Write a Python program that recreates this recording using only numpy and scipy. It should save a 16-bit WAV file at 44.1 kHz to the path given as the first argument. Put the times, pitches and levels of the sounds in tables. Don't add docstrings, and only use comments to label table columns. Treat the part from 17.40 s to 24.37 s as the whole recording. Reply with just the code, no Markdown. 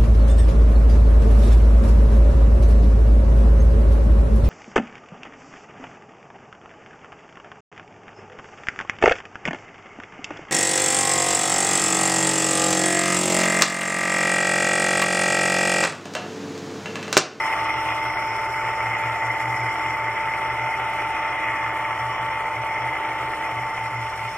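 import sys
import numpy as np
from scipy import signal
from scipy.fft import rfft, irfft, next_fast_len
from scipy.io import wavfile
from scipy.ndimage import uniform_filter1d

SR = 44100
rng = np.random.default_rng(int(sys.argv[2]) if len(sys.argv) > 2 else 0)


def decibels_to_gain(level_db):
    exponent = np.asarray(level_db, float) / 20
    return 10 ** exponent


def transcribe(u):
    v = np.clip(np.atleast_2d(u).T, -1, 1)
    q = np.round(v * 32767).astype(np.int16)
    wavfile.write(sys.argv[1], SR, q)


N = 307377

MESH_HZ, PINION_TEETH, WHEEL_TEETH = 297.07, 24, 60

# (time [s], gearbox level [dB], motor-end level [dB], turn towards the upper wall [dB],
# turn towards the cover plate [dB])
MICROPHONE_PLACE = [(0.0, -29.0, -48.5, 1.0, -9.0), (0.3, -29.5, -49.5, 0.0, -7.5),
                    (0.7, -30, -49.5, 1, -9.5), (1.1, -29.5, -50.0, -2, -11.5),
                    (1.5, -30.5, -51.5, 1.0, -10), (1.9, -30.0, -52, 0, -11.5),
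                    (2.35, -30, -50.5, -1, -11.0), (2.6, -30, -53.5, -1.0, -11.5),
                    (3.0, -31, -53, -1, -10.0), (3.4, -29.5, -53, -2.5, -10), (3.8, -30.5, -53, -2, -8),
                    (4.15, -31, -53.5, 2.5, -9.0), (4.6, -31, -54, -1.0, -11.5),
                    (5.1, -31, -54.5, -1.5, -10.5), (5.6, -31.5, -54.5, 0.0, -10),
                    (6.1, -32.5, -53.0, 0.5, -10), (6.5, -33, -52.5, -1, -10),
                    (6.97, -35.5, -51.0, 0, -8.0)]
# (frequency [Hz], side minus centre [dB])
SIDE_SHARE = [(40, -16.5), (110, -32), (220, -11), (450, -16), (800, -13.5), (1180, -18.5), (1350, -17.5),
              (2050, -17.5), (2400, -8), (2750, -9), (3000, 0.5), (4100, 7), (5500, 0), (12000, 0)]
# (frequency [Hz], likeness [0-1])
SIDE_LIKENESS = [(40, .3), (2500, .4), (3500, .75), (6000, .65), (8000, .35), (11000, .45)]
EMPTY_BAND_HZ = [40, 300, 700, 1000, 1900, 3400, 3650, 3800, 4150, 4500, 6100, 6300, 6700, 6900, 12000,
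                 13200, 13800, 14400]
EMPTY_SHARE = [
    [0, 0, 0, 0, 0, 0, .25, .55, .55, .06, .02, .5, .5, .02, .07, .3, .85, .98],
    [.35, .1, .1, .32, .2, 0, 0, 0, 0, 0, 0, .5, .45, .01, .02, .25, .75, .98],
]

# (time [s], frequency [Hz], level [dB])
COLUMN_THROBS = [(0.37, 120.0, -41), (0.52, 113.7, -46), (0.69, 120.9, -46.5), (0.88, 113.0, -41.5),
                 (1.09, 113.0, -40), (1.3, 116.5, -40), (1.5, 114.0, -36.5), (1.68, 117.1, -38),
                 (1.9, 117.1, -35.5), (2.09, 119.0, -31.5), (2.23, 119.0, -34.0), (2.49, 115.0, -40.5),
                 (2.7, 116.0, -37.5), (2.88, 122.2, -43), (3.12, 118.1, -38), (3.23, 121.9, -37.5),
                 (3.43, 120.0, -43.5), (3.66, 120.4, -47), (4.07, 118.3, -43), (4.25, 115.8, -43),
                 (4.53, 114.3, -41.5), (4.65, 119.0, -35.5), (4.87, 119.5, -40), (5.2, 115.0, -41.5),
                 (5.45, 123.0, -38.5), (5.85, 123.0, -40), (6.2, 119.0, -36.5), (6.42, 117.5, -37.5),
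                 (6.59, 117.0, -33.5), (6.84, 115.0, -39)]
# (frequency [Hz], level [dB per Hz])
COLUMN_RUMBLE = [(20, -4), (40, -7), (90, -9), (118, 4), (150, -7), (230, -11.5), (270, -14), (320, -53)]

# (frequency [Hz], level [dB per Hz])
ROLLING_HISS = [(3500, -35.5), (3800, -11), (4300, -3.5), (5000, -10), (6100, -10.5), (6500, -7.5),
                (6900, -4.5), (7500, -7), (9500, -5.5), (11200, -11), (13400, -9), (13800, -14),
                (14300, -38), (15000, -32)]
# (frequency [Hz], width [Hz], level [dB])
HISS_MODES = [(8600, 320, 5), (11200, 500, 4)]
# (frequency [Hz], level [dB per Hz])
RACE_RING = [(2880, -57.5), (4900, -9), (5040, -11), (5160, -8), (5330, -2), (5540, 4), (5740, -2.5),
             (6400, -15.5), (8320, -24.5), (14100, -120)]
# (frequency [Hz], level [dB per Hz])
NEAR_RACE = [(4900, -34), (5150, -9.5), (5330, 0.5), (5450, -6.5), (5700, -39.5)]
# (frequency [Hz], level [dB per Hz])
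CAGE_SQUEAL = [(6500, -38), (6950, -12), (7240, 1), (7500, -10), (8000, -37)]

# (frequency [Hz], level [dB per Hz])
LOWER_WALL_COLOUR = [(250, -35), (300, -13), (400, -5.5), (450, -11), (495, -6.5), (520, -11.5),
                     (570, -9.5), (720, -1.5), (880, 1.5), (940, -4), (1100, -4.5), (1340, 3), (1560, -6.5),
                     (1900, -29.5)]
# (frequency [Hz], level [dB per Hz])
UPPER_WALL_COLOUR = [(940, -47.5), (1600, -8), (1900, 0), (2000, 2), (2100, 2), (2300, -7.5), (2400, -22.5),
                     (2700, -41)]
# (frequency [Hz], level [dB per Hz])
COVER_COLOUR = [(2000, -32.5), (2300, -4), (2420, -1.5), (2550, -1), (2720, -7), (3000, -7), (3250, -11),
                (3740, -21), (4200, -30), (5400, -58)]
# (frequency [Hz], width [Hz], level [dB])
CASTING_MODES = [(310.5, 9.2, 4), (1026, 77, 5), (1145, 16.4, 10), (2062, 50, 6), (2256, 83, 5),
                 (2460, 50, 7), (2142, 17, 4), (2836, 29, 5), (3204, 40, -1)]

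# (multiple of the mesh rate [1], centre level [dB], side level [dB])
MESH_HARMONICS = [(1, -57, -73), (2, -45, -58), (4, -54, -59), (5, -51, -70), (6, -56, -74), (8, -59, -59),
                  (9, -65, -66), (10, -56, -58)]
# (frequency [Hz], level [dB])
SHAFT_ORDERS = [(48.2, -62), (70.9, -53), (100.0, -62), (177.2, -62), (228.0, -65), (241.0, -63),
                (311.9, -50), (353.4, -60), (404.4, -57), (430.2, -58), (444.6, -62), (458.0, -62),
                (480.2, -59), (500.1, -60), (539.8, -51), (599.1, -59), (609.0, -58), (623.8, -52),
                (690.3, -54), (725.7, -51), (782.3, -52), (841.6, -49), (866.5, -50), (896.2, -49),
                (977.8, -55), (1225.8, -48), (1320.3, -49), (1619.6, -56)]


def evened(x):
    return x / np.sqrt(np.mean(x ** 2) + 1e-20)


def curve(rows):
    s, *columns = np.transpose(rows)
    return [np.interp(np.arange(N) / SR, s, c) for c in columns]


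def read(points, hz):
    f, value = np.transpose(points)
    return np.interp(np.log(hz + 1), np.log(f + 1), value, left=-100, right=-100)


def drift(hz):
    steps = rng.standard_normal(int(N / SR * hz * 2) + 3)
    smooth = signal.resample(steps, 4096)
    return np.interp(np.linspace(0, len(smooth) - 1, N), np.arange(len(smooth)), evened(smooth))


def microphone_place():
    return [c - c.mean() for c in curve(MICROPHONE_PLACE)]


def small_modes(lo_hz, hi_hz, width_hz, db, count):
    places, strengths = rng.random((count, 2)).T
    return [(lo_hz + p * (hi_hz - lo_hz), width_hz, db * s) for p, s in zip(places, strengths)]


def coloured(pair, points, modes=()):
    size = 1 << 14
    hz = np.abs(np.fft.fftfreq(size, 1 / SR))
    db = np.maximum(read(points, hz), -100)
    for mode_hz, width_hz, mode_db in modes:
        db = db + mode_db / (1 + (2 * (hz - mode_hz) / width_hz) ** 2)
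    minimum_phase = np.exp(np.conj(signal.hilbert(np.log(decibels_to_gain(db)))))
    taps = np.fft.ifft(minimum_phase).real[:size // 2]
    out = signal.oaconvolve(pair, taps[None], axes=1)[:, :N]
    return out / np.sqrt(np.mean(out[0] ** 2))


def tone(hz, db, side_db, waver_db):
    turn = 2 * np.pi * (np.cumsum(hz * np.ones(N)) / SR + rng.random())
    waver = decibels_to_gain(waver_db * drift(4))
    return np.sqrt(2) * waver * np.array([decibels_to_gain(db) * np.sin(turn), decibels_to_gain(side_db) * np.cos(turn)])


def worn(teeth):
    period = teeth * SR / MESH_HZ
    surface = rng.standard_normal((2, int(period) + 2))
    return surface[:, (np.arange(N) % period).astype(int)]


def spaced(force):
    size = next_fast_len(N)
    hz = np.clip(np.fft.rfftfreq(size, 1 / SR), 42, 10900)
    alike = np.clip(read(SIDE_LIKENESS, hz), 0, 1)
    centre, other = rfft(force, size)
    side = 1j * alike * centre + np.sqrt(1 - alike ** 2) * other
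    return np.array([force[0], irfft(decibels_to_gain(read(SIDE_SHARE, hz)) * side, size)[:N]])


def contact(pair, wheel, pinion, knock_db, knocks_hz, throb_db):
    shares = np.clip([pair, wheel, pinion], 0, .3)
    force = np.sqrt(1 - shares.sum()) * rng.standard_normal((2, N))
    for share, teeth in zip(shares, (2 * WHEEL_TEETH, WHEEL_TEETH, PINION_TEETH)):
        force += np.sqrt(share) * worn(teeth)
    force = spaced(force)
    hits = (rng.random(N) < knocks_hz / SR) * np.minimum(rng.exponential(1, N), 2)
    decay_s = 0.0012
    knocks = signal.lfilter([1], [1, -np.exp(-1 / (decay_s * SR))], hits)
    throb = decibels_to_gain(throb_db * (drift(16) + 1.2 * drift(45)))
    return force * (1 + decibels_to_gain(knock_db) * knocks) * throb


def shop(pair, slow_db, quick_db):
    hz, t, z = signal.stft(pair, SR, nperseg=1024)
    slow, quick = rng.standard_normal((2, len(t), len(hz))).transpose(0, 2, 1)
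    slow = uniform_filter1d(slow, size=5, axis=0)
    slow = uniform_filter1d(uniform_filter1d(slow, size=40, axis=1), size=40, axis=1)
    quick = uniform_filter1d(uniform_filter1d(quick, size=10, axis=0), size=6, axis=1)
    swell = decibels_to_gain(slow_db * evened(slow) + quick_db * evened(quick))
    return signal.istft(z * swell, SR, nperseg=1024)[1][:, :N]


def column():
    t = np.arange(N) / SR
    throb_s, fade_db_per_s = 0.052, 0.5
    beats = np.zeros(N)
    for k, (s, _, db) in enumerate(COLUMN_THROBS):
        beats += (-1) ** k * decibels_to_gain(db) * np.exp(-.5 * ((t - s) / throb_s) ** 2)
    boom = beats * tone(curve(COLUMN_THROBS)[0], -0.41, -33, .3)
    drone = decibels_to_gain(-fade_db_per_s * t) * tone(113.6, -50.5, -78.5, 1.7)
    rumble = decibels_to_gain(-47.5) * coloured(contact(0.24, 0.11, 0.08, -20, 30, 0.52), COLUMN_RUMBLE)
    return boom + drone + rumble


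def bearings():
    near_db, t = microphone_place()[1], np.arange(N) / SR
    motor_turn = decibels_to_gain(0.97 * np.cos(2 * np.pi * MESH_HZ / PINION_TEETH * t + 0.74))

    opening_db, opening_s = 2.5, .3
    facing = decibels_to_gain(.7 * drift(9) + opening_db * np.exp(-(t / opening_s) ** 2))
    hiss_force = contact(0.32, 0.017, 0.022, -5.5, 60, 0.74) * motor_turn
    hiss = coloured(hiss_force, ROLLING_HISS, HISS_MODES) * facing

    force = contact(0.17, 0.027, 0.031, -7.0, 60, 1.0) * motor_turn
    ring = coloured(force, RACE_RING, small_modes(5000, 6200, 24, 4.8, count=20)) * decibels_to_gain(0.34 * drift(2.7))
    ring += decibels_to_gain(-8 + 2 * near_db - .5 * t) * coloured(force[:, ::-1], NEAR_RACE)

    from_s, to_s, edge_s = 1, 2.8, .15
    squeal = (np.tanh((t - from_s) / edge_s) - np.tanh((t - to_s) / edge_s)) / 2
    cage = decibels_to_gain(-65 + 6 * squeal + 0.53 * near_db) * coloured(force, CAGE_SQUEAL)
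    return decibels_to_gain(-55.5 + .7 * near_db) * hiss + decibels_to_gain(-55 + 1.24 * near_db) * ring + cage


def housing():
    near_db, _, upper_db, cover_db = microphone_place()
    rattle_db = -31.5 + near_db
    force = contact(.15, .09, .03, -3.5, 130, .35)
    modes = CASTING_MODES + small_modes(1600, 3700, 11, 4.0, count=70)
    lower = coloured(force, LOWER_WALL_COLOUR, CASTING_MODES)
    upper = coloured(force * decibels_to_gain(1.18 * drift(26)), UPPER_WALL_COLOUR, modes)
    cover = coloured(force * decibels_to_gain(0.66 * np.roll(drift(5), SR)), COVER_COLOUR, modes)
    out = decibels_to_gain(rattle_db + 0.5) * lower
    out += decibels_to_gain(rattle_db + 0.1 + upper_db) * upper
    return out + decibels_to_gain(rattle_db - 9.5 + 1.35 * cover_db) * cover


def gears():
    near_db = 0.89 * microphone_place()[0]
    whine_db = -30 + near_db
    out = tone(3 * MESH_HZ, whine_db + 0.5, whine_db - 36, 0.1)
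    for k, db, side_db in MESH_HARMONICS:
        out += tone(k * MESH_HZ, db + 0.5 + near_db, side_db - 2.5, 0.94)

    beat_hz, beat_db, beat_top_s = 312.46, -55, .45
    below_hz = min(SHAFT_ORDERS, key=lambda row: abs(row[0] - beat_hz))[0]
    beat = np.cos(2 * np.pi * (beat_hz - below_hz) * (np.arange(N) / SR - beat_top_s))
    for hz, db in SHAFT_ORDERS:
        beats = hz == below_hz
        swell = 1 + beats * decibels_to_gain(beat_db - db) * beat
        out += swell * tone(hz, db - 0.5 + 0.5 * near_db, db - 26.5, 1.9 * (not beats))
    return out


def scene():
    centre, side = column() + shop(bearings(), 0.82, 1.1) + shop(housing(), 1.2, .4) + gears()
    return np.array([centre + side, centre - side])


def thinned(dry):
    lead = 372
    mid_side = np.array([dry[0] + dry[1], dry[0] - dry[1]]) / 2
    mid_side = np.pad(mid_side, ((0, 0), (lead, 0)))
    hz, t, z = signal.stft(mid_side, SR, "cosine", nperseg=2048, noverlap=1024)
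    power = (abs(z[:, :1024].reshape(2, 128, 8, -1)) ** 2).mean(2)
    power = uniform_filter1d(uniform_filter1d(power, size=2, axis=2), size=2, axis=1)
    masker = uniform_filter1d(power[0], size=15, axis=0, origin=4)
    chance = rng.standard_normal(power.shape)
    chance = uniform_filter1d(uniform_filter1d(chance, size=5, axis=1), size=2, axis=2)
    budget = decibels_to_gain(3.2 * evened(chance))
    rank = (budget * power / abs(masker + 1e-20)).argsort(2).argsort(2) / len(t)
    share = np.array([np.interp(hz[4:1024:8], EMPTY_BAND_HZ, s) for s in EMPTY_SHARE])
    z[:, :1024] *= np.repeat(rank >= share[..., None], 8, axis=1)
    faint = abs(z) ** 2 < .45 * uniform_filter1d(abs(z) ** 2, size=24, axis=1)
    z[faint & (hz[:, None] > 3400)] = 0
    restored = signal.istft(z, SR, "cosine", nperseg=2048, noverlap=1024)[1]
    centre, side = restored[:, lead:lead + N]
    return np.array([centre + side, centre - side])


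def low_pass(x):
    return signal.sosfilt(signal.butter(12, 15000, fs=SR, output="sos"), x)


def record(dry):
    mix = thinned(dry)
    return low_pass(mix)


dry = scene()
out = record(dry)
transcribe(out)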